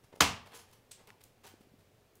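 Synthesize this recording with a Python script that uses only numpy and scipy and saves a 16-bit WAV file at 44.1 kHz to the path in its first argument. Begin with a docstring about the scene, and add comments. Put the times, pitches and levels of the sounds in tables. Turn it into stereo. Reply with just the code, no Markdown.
"""Faint claw scrapes and soft bumps, then one loud snap: a cat worries the taped edge of a
cardboard box, near the microphone in a small, hard-walled room. The edge slips from its grip,
ringing the panels and the room. More scrapes follow, with a claw flicking free, ticks of tape,
one dry knock from handling the camera and a few dull bumps, all over a low room hum."""
import sys
import numpy as np
from scipy import signal
from scipy.fft import rfft, irfft, next_fast_len
from scipy.io import wavfile
from scipy.ndimage import map_coordinates

SR = 44100
rng = np.random.default_rng(int(sys.argv[2]) if len(sys.argv) > 2 else 0)


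def file_out(sig):
    """Save sig as 16-bit WAV at sys.argv[1]."""
    # one column per channel
    cols = np.atleast_2d(sig).T
    # limit, then scale
    lim = np.clip(cols, -1, 1)
    pcm = np.round(lim * 32767).astype(np.int16)
    wavfile.write(sys.argv[1], SR, pcm)


N = 97020

# how alike left and right are for sounds near the microphone: frequency_hz, correlation
NEAR_LIKENESS = [(450, 1), (900, 0.26), (2000, 0.32), (8000, -0.025)]


def snap():
    """The edge lets go in quick slips, each a push with tearing fibres; the hardest rings box and room."""
    # slips of the edge: start_s, level_db
    slips = [(.2044, -17.5), (.2059, -8), (0.2073, 3.5), (0.208, -5), (.2108, -2)]
    # spectrum of the direct snap: frequency_hz, level_db
    colour = [(60, -35), (130, -17), (320, -9), (520, -7), (900, -3.5), (1400, -3.5), (2100, -3),
              (2650, -7), (3100, 0), (3850, -3), (5200, -4.5), (5750, -7), (6300, -1.5), (7800, -12),
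              (10200, -15.5), (11800, -12.5), (15500, -26)]
    # the side each band leans to: frequency_hz, left_minus_right_db
    lean = [(130, -1), (300, 1.5), (1400, 4.5), (3100, .5), (6800, -5.5), (12000, -1)]
    fibre_db, fibre_t60_s, right_leads_s = 3, .02, .00005
    pushes = np.zeros((2, N))
    for start_s, level_db in slips:
        push = amp(fibre_db) * burst(fibre_t60_s)
        push[0, round(right_leads_s * SR)] -= 1
        push[1, 0] -= 1
        add(pushes, start_s, amp(level_db) * push)
    left = coloured(pushes[:1], lambda hz: along(colour, hz) + along(lean, hz) / 2)
    right = coloured(pushes[1:], lambda hz: along(colour, hz) - along(lean, hz) / 2)
    hardest_s = max(slips, key=lambda slip: slip[1])[0]
    return amp(2.5) * np.vstack([left, right]) + snap_echoes(hardest_s) + box_panels(hardest_s)


def snap_echoes(start_s):
    """The snap comes back from the nearby walls, then as a diffuse tail."""
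    # first reflections: delay_s, level_db, left_minus_right_db
    walls = [(.0080, -10, 1), (.0095, -7.5, -1), (0.0113, -6, -5.5), (0.0138, -4, -3), (.0156, -10, -3)]
    # spectrum of those reflections: frequency_hz, level_db
    wall_colour = [(35, -35.5), (60, -10), (1150, -9.5), (1380, -7), (1630, -4), (2780, -9.5), (3050, -8),
                   (4520, -12.5), (5980, -14), (15500, -27.5)]
    # spectrum of the tail: frequency_hz, level_db
    tail_colour = [(24, -52), (40, -23), (87, -6.5), (166, -11), (197, -3.5), (280, -15), (317, -19.5),
                   (438, -7.5), (562, -14.5), (722, -8), (778, -8.5), (1130, -3.5), (1560, -9.5),
                   (2770, -7), (3840, -11), (6160, -12), (15500, -27)]
    reflections, impulse = np.zeros((2, 2, N))
    for delay_s, level_db, side_db in walls:
        add(reflections, start_s + delay_s, amp(level_db) * pan(side_db) * burst(t60_s=.033))
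    add(impulse, start_s, np.ones((2, 1)))
    early = coloured(reflections, lambda hz: along(wall_colour, hz))
    tail = coloured(room(impulse), lambda hz: along(tail_colour, hz))
    return amp(5.5) * early + amp(7) * tail


def box_panels(start_s, swell_s=.0017, drift_rad=.35):
    """A panel springs back with a low thud; resonances of box and room swell and fade."""
    # resonances the snap sets ringing: pitch_hz, level_db, t60_s
    modes = [(88, -45.5, 0.64), (201.8, -37.5, 0.39), (241.5, -38, .35), (286, -31, 0.26),
             (456.3, -32, 0.2), (666, -37.5, .2), (709, -43.5, 0.34), (949, -37, .38), (1137, -36, .4),
             (1185, -38.5, .33), (1735, -34, .16), (2138, -35.5, 0.32), (2775, -40.5, 0.48),
             (3143, -33.5, 0.2)]
    thud_delay_s, thud_hz, thud_db, thud_t60_s = .0064, 139, -18.5, .046
    out, t = np.zeros((2, N)), np.arange(SR) / SR
    thud_envelope = amp(thud_db - 60 * t / thud_t60_s) * (1 - np.exp(-t * thud_hz))
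    add(out, start_s + thud_delay_s, thud_envelope * np.sin(2 * np.pi * thud_hz * t))
    for pitch_hz, level_db, t60_s in modes:
        phase_gap = np.arccos(np.clip(along(NEAR_LIKENESS, pitch_hz), -1, 1)) * rng.choice([-1, 1])
        phase = 2 * np.pi * (pitch_hz * t + rng.random()) + drift_rad * wobble(30)[:SR]
        stereo_phase = phase + phase_gap * np.array([[.5], [-.5]])
        envelope = amp(level_db - 60 * t / t60_s) * (1 - np.exp(-t / swell_s))
        add(out, start_s, envelope * np.sin(stereo_phase))
    return out


def claw_scrapes(catches_per_s=9000, catch_spread_db=2.5):
    """A claw drags over the board: dense tiny catches under a rising and falling stroke."""
    # claw strokes: start_s, length_s, level_db, tilt_db_per_octave, rasp_db
    strokes = [(0.033, 0.024, -64, 1, 0.5), (0.123, .02, -55.5, -6, -0.5), (0.153, 0.013, -57.5, 1.5, 0),
               (0.453, .03, -54.5, -2, -2), (0.508, 0.046, -53.5, -2, -7), (.533, .05, -51, 1.5, 5),
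               (.583, .027, -55, 1, 3.5), (0.662, 0.067, -68.5, -0.5, -2), (0.72, 0.028, -60, 2, 0.5),
               (0.97, 0.055, -62.5, -3.5, 0), (1.067, .035, -59, -2.5, -4), (1.203, 0.018, -58, 2, -4),
               (1.432, 0.034, -53.5, -1, 1), (1.46, 0.022, -50.5, 2, -1), (1.475, 0.019, -60.5, 0, 0),
               (1.604, 0.019, -64, 1, -1), (1.781, .04, -69.5, 1, -2.5), (2.138, 0.049, -71, 8, -3)]
    # spectrum of scraped cardboard: frequency_hz, level_db
    board_colour = [(90, -20.5), (200, -12), (300, -14), (430, -7), (600, -10), (860, -3), (1300, -8),
                    (2700, -9.5), (5000, -13), (10000, -15.5), (13000, -19), (15500, -21.5)]
    rise_share, fall_share = .34, .22
    rasp_hz, rasp_width_hz = (6400, 10700), 1400  # the claw's own resonances
    rasp = lambda hz: sum(np.exp(-((hz - centre) / rasp_width_hz) ** 2) for centre in rasp_hz)
    out, t = np.zeros((2, N)), np.arange(SR // 4) / SR
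    for start_s, length_s, level_db, tilt_db, rasp_db in strokes:
        caught = rng.random(len(t)) < catches_per_s / SR
        catches = caught * amp(catch_spread_db * rng.standard_normal(len(t)))
        grains = unit(spread(catches * rng.standard_normal((2, len(t))), NEAR_LIKENESS))
        progress = t / length_s
        envelope = np.clip(np.minimum(progress / rise_share, (1 - progress) / fall_share), 0, 1)
        colour = lambda hz: along(board_colour, hz) + tilt_db * np.log2(1 + hz / 800) + rasp_db * rasp(hz)
        add(out, start_s, amp(level_db) * coloured(grains * envelope, colour))
    return pan(-.5) * out + amp(-3) * room(out)


def claw_flick():
    """A claw catches twice on the tape and flicks free with a thin, high ring that sounds the room."""
    # two catches and the release: start_s, level_db
    catches = [(0.911, -34), (0.9135, -27), (0.9161, -21.5)]
    # spectrum of the flick: frequency_hz, level_db
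    colour = [(300, -22), (1500, -13.5), (3000, -6), (6000, -6.5), (7400, -3.5), (8400, 1), (9300, -8),
              (11000, -13), (15500, -17.5)]
    out, to_room = np.zeros((2, 2, N))
    for start_s, level_db in catches:
        add(out, start_s, amp(level_db) * burst(t60_s=.02))
    release_s, release_db = catches[-1]
    add(to_room, release_s - .009, amp(release_db) * np.ones((2, 1)))  # the tail starts at the release
    return coloured(out + room(to_room), lambda hz: along(colour, hz))


def ticks_and_camera_knock():
    """Short, bright crackles of tape and paper, and one dry, lower knock from handling the camera."""
    # ticks, and the knock at 1.1 s: start_s, level_db, centre_hz, width_octaves, t60_s, room_db
    clicks = [(0.159, -46, 10000, 1.2, 0.026, -7), (0.713, -40, 7000, 1.6, 0.027, -11),
              (1.073, -30, 5930, 2.6, 0.03, -8), (1.1039, -29, 1620, 0.78, 0.0081, -31),
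              (1.238, -25.5, 12000, 1.6, 0.021, -7), (2.1545, -35, 11600, 0.8, 0.02, -4)]
    out, to_room = np.zeros((2, 2, N))
    impulse = np.eye(1, SR // 16)
    for start_s, level_db, centre_hz, width_octaves, t60_s, room_db in clicks:
        band = lambda hz: -10 * np.log10(1 + (np.log2((hz + 1) / centre_hz) / width_octaves) ** 4)
        add(out, start_s, amp(level_db) * coloured(burst(t60_s), band))
        add(to_room, start_s, amp(level_db + room_db) * coloured(impulse, band))
    return pan(-3) * out + room(to_room)


def soft_bumps(t60_cycles=5):
    """Soft contacts give one or two dull swings each."""
    # contacts: start_s, level_db, pitch_hz
    bumps = [(.042, -47.5, 109), (0.1271, -41, 450), (0.1398, -35.5, 420), (.160, -39.5, 535),
             (.171, -40, 480), (.187, -45, 420), (1.5393, -40, 310), (1.6071, -43.5, 230),
             (1.671, -47, 275), (1.717, -48.5, 129), (1.7379, -45, 241.4), (1.787, -52, 220),
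             (1.844, -57, 119.5)]
    out, t = np.zeros((2, N)), np.arange(SR // 10) / SR
    for start_s, level_db, pitch_hz in bumps:
        cycles = pitch_hz * t
        envelope = amp(level_db - 60 * cycles / t60_cycles) * np.minimum(2 * cycles, 1)
        add(out, start_s, envelope * np.sin(2 * np.pi * cycles))
    return out + amp(-12.5) * room(out)


def room(x, delay_s=.009, build_s=.004):
    """The hard walls' diffuse stereo echo of the left channel of x; treble dies first."""
    # decay of the room: frequency_hz, t60_s
    decay = [(90, .55), (400, .42), (1100, .41), (3000, 0.38), (7000, .3), (14000, .23)]
    # how alike left and right are in the echo: frequency_hz, correlation
    likeness = [(100, 1), (330, -0.78), (640, 0.82), (1300, -0.28), (3000, .03), (10000, -.05)]
    hz, t, spectrum = signal.stft(stereo_noise(SR, likeness), SR, nperseg=256)
    fade = amp(-60 * t / along(decay, hz)[:, None])
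    tail = signal.istft(spectrum * fade, SR, nperseg=256)[1]
    tail *= np.clip((np.arange(tail.shape[1]) / SR - delay_s) / build_s, 0, 1)
    response = unit(tail) / np.sqrt(tail.shape[1])
    return pan(-2.94) * signal.fftconvolve(x[:1], response, axes=1)[:, :N]


def room_tone(noise_db=-65, hum_db=-75.5, hum_hz=94.7):
    """Quiet room noise with a wavering low hum."""
    # spectrum of the room noise: frequency_hz, level_db
    colour = [(20, -9.5), (45, -10), (75, -11), (105, -0.5), (150, -9), (210, -8.5), (320, -12.5),
              (410, -8), (650, -13), (1000, -19.5), (2500, -22.5), (6500, -29), (10000, -32), (15500, -31)]
    # how alike left and right are in that noise: frequency_hz, correlation
    likeness = [(60, 0.6), (400, 0.55), (1200, 0.27), (5000, 0.15)]
    noise = unit(coloured(stereo_noise(N, likeness), lambda hz: along(colour, hz)))
    waver = 1 + .6 * wobble(2.8)
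    hum = waver * np.sin(2 * np.pi * hum_hz * np.arange(N) / SR + wobble(3))
    return amp(noise_db) * noise + amp(hum_db) * hum


def amp(db):
    """Decibels to gain."""
    return 10 ** (np.asarray(db) / 20)


def unit(x):
    """x at rms 1."""
    return x / np.sqrt(np.mean(x ** 2) + 1e-20)


def along(points, hz):
    """Read (frequency_hz, value) points at hz, on a log frequency axis."""
    points_hz, values = np.transpose(points)
    return np.interp(np.log(hz + 1), np.log(points_hz + 1), values)


def pan(left_minus_right_db):
    """Left and right gains."""
    return amp(left_minus_right_db * np.array([[.5], [-.5]]))


def add(out, start_s, x):
    """Mix x into out from start_s."""
    i = max(round(start_s * SR), 0)
    out[:, i:i + x.shape[-1]] += x[..., :N - i]


def coloured(x, curve, size=8192):
    """x through a minimum-phase filter of unit energy; curve gives its shape in dB for Hz."""
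    cepstrum = irfft(np.log(amp(curve(np.fft.rfftfreq(size, 1 / SR))) + 1e-6))
    cepstrum[1:size // 2] *= 2
    cepstrum[size // 2 + 1:] = 0
    response = irfft(np.exp(rfft(cepstrum)))
    return signal.fftconvolve(x, response[None] / np.linalg.norm(response), axes=1)[:, :x.shape[1]]


def spread(x, likeness):
    """Two unrelated signals as a stereo pair whose likeness depends on frequency."""
    size = x.shape[1]
    angle = np.arccos(np.clip(along(likeness, np.fft.rfftfreq(size, 1 / SR)), -1, 1)) / 2
    mid, side = irfft(rfft(x) * [np.cos(angle), np.sin(angle)], size)
    return np.array([mid + side, mid - side])


def stereo_noise(size, likeness):
    """White noise with the given left-right likeness."""
    return spread(rng.standard_normal((2, size)), likeness)


def burst(t60_s):
    """A dying burst of stereo noise, of unit energy per channel."""
    t = np.arange(SR // 16) / SR
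    return unit(stereo_noise(len(t), NEAR_LIKENESS) * amp(-60 * t / t60_s)) / np.sqrt(len(t))


def wobble(knots_per_s):
    """A smooth random curve."""
    return map_coordinates(rng.standard_normal(512), [np.arange(N) * knots_per_s / SR], mode="mirror")


def scene():
    """Everything that reaches the microphone."""
    return snap() + claw_scrapes() + claw_flick() + ticks_and_camera_knock() + soft_bumps() + room_tone()


def record(dry):
    """The camera rounds off the highest peaks and keeps nothing above its band limit."""
    ceiling, top_hz, rolloff_hz = .85, 16000, 450
    rounded = dry / (1 + np.abs(dry / ceiling) ** 4) ** (1 / 4)
    size = next_fast_len(N + SR // 2)
    hz = np.fft.rfftfreq(size, 1 / SR)
    passband = np.sin(np.pi / 2 * np.clip((top_hz - hz) / rolloff_hz, 0, 1)) ** 2
    return irfft(rfft(rounded, size) * passband, size)[:, :N]


dry = scene()
out = record(dry)
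file_out(out)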